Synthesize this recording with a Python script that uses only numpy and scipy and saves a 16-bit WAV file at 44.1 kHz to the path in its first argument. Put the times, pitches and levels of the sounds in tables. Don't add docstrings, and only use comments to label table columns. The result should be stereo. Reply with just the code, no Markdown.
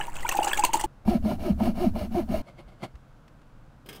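import sys
import numpy as np
from scipy import signal
from scipy.fft import rfft, irfft, next_fast_len
from scipy.io import wavfile
from scipy.ndimage import map_coordinates

SR = 44100
rng = np.random.default_rng(int(sys.argv[2]) if len(sys.argv) > 2 else 0)


def put_to_file(sound):
    columns = np.atleast_2d(sound).T
    safe = np.clip(columns, -1, 1)
    whole_steps = np.round(safe * 32767)
    wavfile.write(sys.argv[1], SR, whole_steps.astype(np.int16))


N = 176400
T = np.arange(N) / SR
POUR_END_S, SAW_END_S = 0.862, 2.42


def amp(db):
    return 10 ** (np.asarray(db) / 20)


def unit(x):
    return x / np.sqrt(np.mean(x ** 2) + 1e-20)


def along(points, hz):
    f, v = np.transpose(points)
    return np.interp(np.log(hz + 1), np.log(f + 1), v)


def noise():
    return rng.standard_normal(N)


def wobble(rate_hz):
    return map_coordinates(rng.standard_normal(int(N * rate_hz / SR) + 4), [T * rate_hz])


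def grains(per_s, spread_db):
    hits = rng.random(N) < per_s / SR
    return unit(hits * np.sign(noise()) * amp(spread_db * np.clip(noise(), -2, 2)))


def burst(start_s, t60_s, attack_s):
    t = np.maximum(T - start_s, 0)
    return np.exp(-np.log(1000) * t / t60_s) * (1 - np.exp(-t / attack_s))


def until(end_s):
    return np.clip((end_s - T) / 0.0015, 0, 1)


def filtered(x, response):
    m = next_fast_len(N + SR // 2)
    return irfft(rfft(x, m) * response(np.fft.rfftfreq(m, 1 / SR)), m)[..., :N]


def coloured(x, spectrum):
    return unit(filtered(x, lambda hz: amp(along(spectrum, hz))))


def resonances(x, modes):
    return filtered(x, lambda f: sum((-1) ** k * amp(db) * 1j * f * w / (f0 * f0 - f * f + 1j * f * w)
                                     for k, (f0, w, db) in enumerate(modes)))


def room_tone():
    spectrum = [(12, -22.5), (20, 2.5), (42, -4), (74, -13.5), (137, -3.5), (176, -13.5), (308, -15.5),
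                (386, -27.5), (469, -21), (996, -24.5), (1510, -26), (1790, -34), (15800, -56.5)]
    return amp(-52) * coloured(noise(), spectrum)


def room(x):
    decay = [(200, .25), (2000, 0.22), (12000, 0.076)]  # f/Hz, t60/s
    hz, t, z = signal.stft(rng.standard_normal((2, SR // 3)), SR, nperseg=256)
    tail = signal.istft(z * amp(-60 * t / along(decay, hz)[:, None]), SR, nperseg=256)[1]
    return signal.fftconvolve(x[None], tail / np.linalg.norm(tail[0]), axes=1)[:, :N]


def spoon():
    strokes = [(2.489, 0.022, -45.5), (2.598, 0.019, -44), (2.691, 0.013, -50), (2.73, 0.019, -56.5),
               (2.841, 0.016, -31.5)]
    hollow = [(59, -28), (100, 2), (166, 3.5), (259, -2.5), (295, -19), (356, 3.5), (422, -27), (568, 0),
              (748, -7), (849, -15.5), (1030, -13), (1220, -14), (1900, -27), (2160, -10), (2400, -25.5),
              (3090, -20), (3990, -30), (4340, -23), (5480, -35), (10300, -38.5), (15800, -49.5)]
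    taps = [(2.954, -50.5), (3.279, -49.5), (3.416, -56)]  # t/s, level/dB
    knocks = [(2.653, 44.6, -39, 0.028), (2.938, 59.5, -38.5, 0.029)]  # t/s, f/Hz, level/dB, length/s
    pressure = sum(amp(db) / (1 + ((T - s) / width_s) ** 2 / 2) ** 2 for s, width_s, db in strokes)
    scrape = pressure * coloured(grains(2500, spread_db=1.5), hollow)
    ticks = sum(amp(db) * burst(s, t60_s=0.037, attack_s=0.0009) for s, db in taps)
    ticks *= coloured(noise(), [(150, 10), (1500, 10.5), (5000, 0), (15000, -20)])
    bumps = sum(amp(db) * np.exp(-((T - s) / length_s * 2 - 1) ** 2) * np.sin(2 * np.pi * hz * (T - s))
                for s, hz, db, length_s in knocks)
    return scrape + ticks + bumps


def dish():
    contacts = [(3.861, -54.5), (3.8886, -41.5), (3.928, -47), (3.948, -51), (3.959, -49)]  # t/s, level/dB
    modes = [(306, -6, 0.081), (421, -4.5, 0.12), (780, -22, .25), (1137, -2, 0.031), (1626, -18.5, 0.45),
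             (3150, 1, 0.031), (3200, -11.5, 0.024), (3600, -31, 0.13), (4960, -2, 0.026),
             (8330, -6.5, .04)]
    clinks = np.zeros(N)
    t = np.arange(SR // 3) / SR
    for s, db in contacts:
        ring = sum(amp(db + mode_db + rng.normal(0, 1.9) - 60 * t / t60_s) * np.sin(2 * np.pi * hz * t)
                   for hz, mode_db, t60_s in modes)
        click = coloured(noise(), [(300, -3.5), (3000, 5), (7000, -5), (15000, -1)])
        clinks += np.pad(ring, (round(s * SR), N))[:N]
        clinks += amp(db + 9) * burst(s, t60_s=0.031, attack_s=0.0025) * click
    friction = coloured(noise(), [(60, -16.5), (160, 4), (450, 5), (900, -6), (3000, -31), (15000, -22)])
    slide = amp(-53) * (1 - until(3.86)) * friction
    return clinks + slide + amp(2) * room(clinks)


def bubbles(rows, rise, swell):
    out = np.zeros(N + SR)
    for s, hz, db, length_s in rows:
        u = np.arange(int(3 * length_s * SR)) / (length_s * SR)
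        envelope = (u / swell * np.exp(1 - u / swell)) ** 2
        phase = 2 * np.pi * hz * length_s * (u + rise * (u * u / 2 - swell * u))
        out[round(s * SR):][:len(u)] += amp(db) * envelope * np.sin(phase)
    return out[:N]


def droplets(per_s, low_hz, high_hz, cycles, spread_db, rise=0.073):
    draws = rng.random((5000, 4))[:int(per_s * POUR_END_S)]
    onset, pitch, size, phase = np.hsplit(draws, 4)
    hz = low_hz * (high_hz / low_hz) ** pitch
    n = np.arange(SR // 60)
    u = hz * n / SR / cycles
    envelope = amp(spread_db * size ** 2) * np.sqrt(hz) * u * np.exp(-3 * u)
    ring = envelope * np.sin(2 * np.pi * (cycles * (u + rise * u * u / 2) + phase))
    index = (onset * POUR_END_S * SR).astype(int) + n
    out = np.bincount(index.ravel(), ring.ravel(), N)[:N]
    return unit(out) * np.sqrt(POUR_END_S * SR / N)


def crackle():
    splats = signal.lfilter([1], [1, -np.exp(-1000 / SR)], np.abs(grains(110, spread_db=6.5)))
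    return unit(splats * noise())


def spatter():
    impacts = [(0.154, -34, 0.038), (0.204, -30, 0.0217), (.290, -12.5, 0.021), (0.317, -26.5, 0.075),
               (.369, -28, 0.046), (0.427, -32.5, 0.12), (.445, -21, 0.018), (0.475, -25, 0.071),
               (0.531, -18, 0.019), (0.573, -25.5, 0.055), (0.593, -21, 0.028), (0.637, -23.5, 0.09),
               (0.648, -15, 0.028), (0.732, -19, 0.085), (0.751, -35.5, 0.022), (0.769, -32, .03),
               (0.794, -30.5, 0.08), (0.81, -24, 0.025), (0.838, -29.5, 0.053)]
    flow_curve = [(0, -37), (.12, -51), (.16, -44.5), (.27, -41.5), (.33, -40), (.41, -40.5), (.45, -37),
                  (.52, -37.5), (.6, -40), (.68, -45), (.72, -51), (.75, -40), (.86, -46)]
    spray_spectrum = [(900, -10), (1700, -24), (2900, -3), (3500, -8), (4500, -2), (5300, -7), (6300, 0),
                      (7900, 3), (10300, -5.5), (11200, -14), (12000, -20), (13000, -7), (15000, -5),
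                      (15800, -7.5)]
    slosh_spectrum = [(150, -25), (350, -7), (520, -11), (850, -3.5), (1300, -14), (2800, -18),
                      (3800, -36.5)]
    flow = amp(np.interp(T, *np.transpose(flow_curve)))
    slaps = sum(amp(db) * burst(s, t60_s, attack_s=0.0011) for s, db, t60_s in impacts)
    mist = amp(-5) * droplets(890, low_hz=3550, high_hz=15100, cycles=14, spread_db=21)
    fizz = flow * (mist + amp(-6) * noise() + amp(1) * crackle())
    splash = amp(6) * slaps * droplets(3500, low_hz=1947, high_hz=15800, cycles=8.4, spread_db=8.5)
    spray = filtered(fizz + splash, lambda hz: amp(along(spray_spectrum, hz)))
    gurgle = amp(-2) * flow * droplets(600, low_hz=657, high_hz=3246, cycles=5.8, spread_db=17.5)
    slosh = (amp(-3) * flow + amp(-8.5) * slaps) * coloured(noise(), slosh_spectrum)
    return spray, gurgle + slosh


def glugs():
    gulps = [(0.0, 850, -24.5, 0.016), (0.079, 930, -30.5, 0.028), (.247, 930, -21.5, .02),
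             (.346, 820, -22.5, 0.021), (0.355, 828, -23.5, 0.034), (0.403, 699, -22, .025),
             (0.387, 830, -13, 0.019), (0.387, 480, -24, 0.012), (.416, 860, -21.5, 0.025),
             (.436, 820, -25.5, 0.043), (0.469, 830, -19.5, 0.015), (0.582, 840, -20.5, 0.05),
             (.636, 980, -14, 0.017), (0.688, 890, -20.5, .02), (0.738, 890, -17, 0.03),
             (.752, 900, -13.5, 0.015), (0.771, 880, -24.5, 0.014), (0.797, 900, -31.5, 0.015),
             (.838, 860, -14.5, 0.031)]
    hollow_hz, rise = 333.7, 0.047
    air = bubbles(gulps, rise, swell=0.23) * amp(3.06 * wobble(200))
    max_db = max(db for _, _, db, _ in gulps)
    answers = [(s, hollow_hz, max_db - 12 + 2.06 * (db - max_db), length_s)
               for s, _, db, length_s in gulps]
    return air + bubbles(answers, rise, swell=0.27)


def pour():
    bowl_bubbles = [(.010, 2916, -25, .01), (.011, 1684, -27, .01), (.164, 2540, -32, .01),
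                    (.230, 1950, -31, .012), (.258, 1425, -28, .012), (.265, 2320, -28, .012),
                    (.291, 1847, -22.5, .012), (.291, 2650, -31.5, .01), (.313, 2600, -21.5, .009),
                    (.322, 1020, -22, .01), (.379, 2490, -29.5, .012), (.428, 2790, -25, .012),
                    (.439, 2850, -29, .01), (.493, 2840, -31, .008), (.515, 2570, -22, .008),
                    (.532, 1690, -17.5, .01), (.532, 3220, -17.5, .007), (.546, 1660, -34.5, .03),
                    (.574, 2296, -24.5, .009), (.624, 2570, -26.5, .008), (.649, 2700, -19.5, .008),
                    (.795, 1866, -30.5, .009)]
    balance = [(60, -2), (110, -7.5), (200, -0.5), (380, -1), (700, 1), (1290, 3.5), (2380, -2), (4400, 0),
               (8120, -1), (15000, 0.5)]
    phase = [(100, 0), (400, 0), (850, 0.17), (2000, 0.51), (4500, 2.36), (8000, 1.6), (15000, 1.3)]  # f/Hz, left-right phase/rad
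    glugging = glugs()
    spray, churn = spatter()
    water = glugging + bubbles(bowl_bubbles, rise=0.11, swell=0.25) + spray + churn
    sides = np.array([[0.5], [-0.5]])
    direct = filtered(water,
                      lambda hz: amp(sides * along(balance, hz)) * np.exp(1j * sides * along(phase, hz)))
    wall_scatter = sides * amp(-4.5) * filtered(np.roll(spray, SR // 1500), lambda hz: hz / (hz + 3000))
    handling = amp(-30.5) * coloured(noise(), [(8, -5), (25, -24), (70, -36), (200, -41), (600, -87.5)])
    return (direct + wall_scatter + amp(-13) * room(water) + handling) * until(POUR_END_S)


def table_shake():
    spectrum = [(12, 10.5), (35, -6), (65, 3.5), (100, -1), (140, -28), (220, 1), (300, -13.5), (600, -52)]  # f/Hz, level/dB
    return amp(-31.5) * coloured(noise(), spectrum) * (1 - until(1.06))


def frame(x, t60_s=0.077):
    t = np.arange(SR // 16) / SR
    ring = rng.standard_normal(len(t)) * np.exp(-np.log(1000) * t / t60_s)
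    return signal.fftconvolve(x, ring / np.linalg.norm(ring))[:N]


def shell(x, cutoff_hz=1600):
    modes = [(65, 13.5, -2), (104.3, 8.3, -6.5), (202.4, 35.4, 5), (241, 46, 1.5), (347.7, 32, -7),
             (604.4, 46, -3), (667.5, 69, -3.5), (771, 61, -6.5), (932, 154, -16.5)]
    return filtered(resonances(x, modes), lambda hz: 1 / (1 + (hz / cutoff_hz) ** 4))


def saw():
    # start/s, end/s, peak tooth rate/Hz, set tone/dB, tooth tone/dB, rasp/dB,
    # chatter centre/stroke, chatter spread/stroke, relative rate jitter
    strokes = [(1.044, 1.185, 724.9, -16, -25, -40.5, 0.66, 0.59, 0.05),
               (1.218, 1.366, 655.4, -20.5, -27.5, -43, 0.18, 0.8, .12),
               (1.376, 1.538, 727, -14.5, -24.5, -43, 0.8, 0.24, 0.05),
               (1.571, 1.724, 718.6, -22, -27.5, -41, 0.56, 0.5, .12),
               (1.731, 1.912, 739.5, -14, -24.5, -43, 0.61, 0.19, .01),
               (1.929, 2.076, 651.4, -31, -27.5, -43.5, 0.05, 0.54, 0.15),
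               (2.098, 2.247, 717.3, -12, -23.5, -44.5, 0.54, 0.12, 0.02),
               (2.271, 2.423, 650, -26.5, -23, -42, 0.29, 0.23, 0.03)]
    snags = [(1.075, -17.5), (1.247, -24.5), (1.31, -16.5), (1.6, -16.5), (1.665, -19.5), (1.768, -25),
             (1.857, -34), (1.953, -21), (2.142, -21), (2.305, -43)]
    rasp_spectrum = [(530, 3), (900, -2.5), (1120, -7), (1580, -5.5), (1680, -9.5), (3090, -11),
                     (3370, -15.5), (4330, -12), (4650, -17), (5770, -17.5), (7880, -28), (9210, -21),
                     (15800, -24)]
    blade_modes = [(2170, 110, 2), (3000, 80, -7), (5640, 140, -5.5), (9090, 81, -4.5), (11940, 760, -10)]  # f/Hz, width/Hz, level/dB
    rasp_lag_s = 0.0024
    tooth_hz, set_gain, tooth_gain, rasp_gain, chip_gain = np.zeros((5, N))
    jitter = wobble(300)
    for start_s, end_s, peak_hz, set_db, tooth_db, rasp_db, centre, spread, unsteady in strokes:
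        u = np.clip((T - start_s) / (end_s - start_s), 0, 1)
        speed = np.abs(np.sin(np.pi * u)) ** 1.45
        chatter = np.exp(-0.5 * ((u - centre) / spread) ** 2)
        tooth_hz += peak_hz * speed * (1 + unsteady * jitter)
        set_gain += amp(set_db) * chatter * speed ** 0.2
        tooth_gain += amp(tooth_db) * chatter * speed ** 0.27
        rasp_gain += amp(rasp_db) * speed ** 0.77
        chip_gain += amp(rasp_db) * speed ** 0.34
    phase = np.pi * np.cumsum(tooth_hz) / SR
    set_tone = set_gain * amp(3.2 * wobble(150)) * (np.sin(phase) + amp(-11) * np.sin(3 * phase))
    tooth_tone = tooth_gain * amp(5.26 * wobble(180)) * np.sin(2 * phase)
    catches = sum(amp(db) * burst(s, t60_s=0.067, attack_s=0.0011) for s, db in snags)
    chips = amp(27.5) * chip_gain * grains(1500, spread_db=-2)
    body = shell(amp(1) * (set_tone + tooth_tone) + chips + amp(20.5) * catches * noise())
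    tooth_pulses = unit(amp(4.8 * np.sin(2 * phase) + 1.6 * np.sin(phase) + 1.5 * wobble(200)))
    grit = np.interp(T - rasp_lag_s, T, rasp_gain) * tooth_pulses + amp(-32) * catches
    rasp = grit * coloured(grains(7000, spread_db=0.5), rasp_spectrum)
    rasp += resonances(grit * noise(), blade_modes)
    return (body + amp(-0.5) * (rasp + frame(rasp)) + table_shake()) * until(SAW_END_S)


def scene():
    return room_tone() + pour() + saw() + spoon() + dish()


def record(dry):
    cutoff_hz, edge_hz = 15800, 300
    return filtered(dry, lambda hz: np.clip((cutoff_hz - hz) / edge_hz + 0.5, 0, 1))


dry = scene()
out = record(dry)
put_to_file(out)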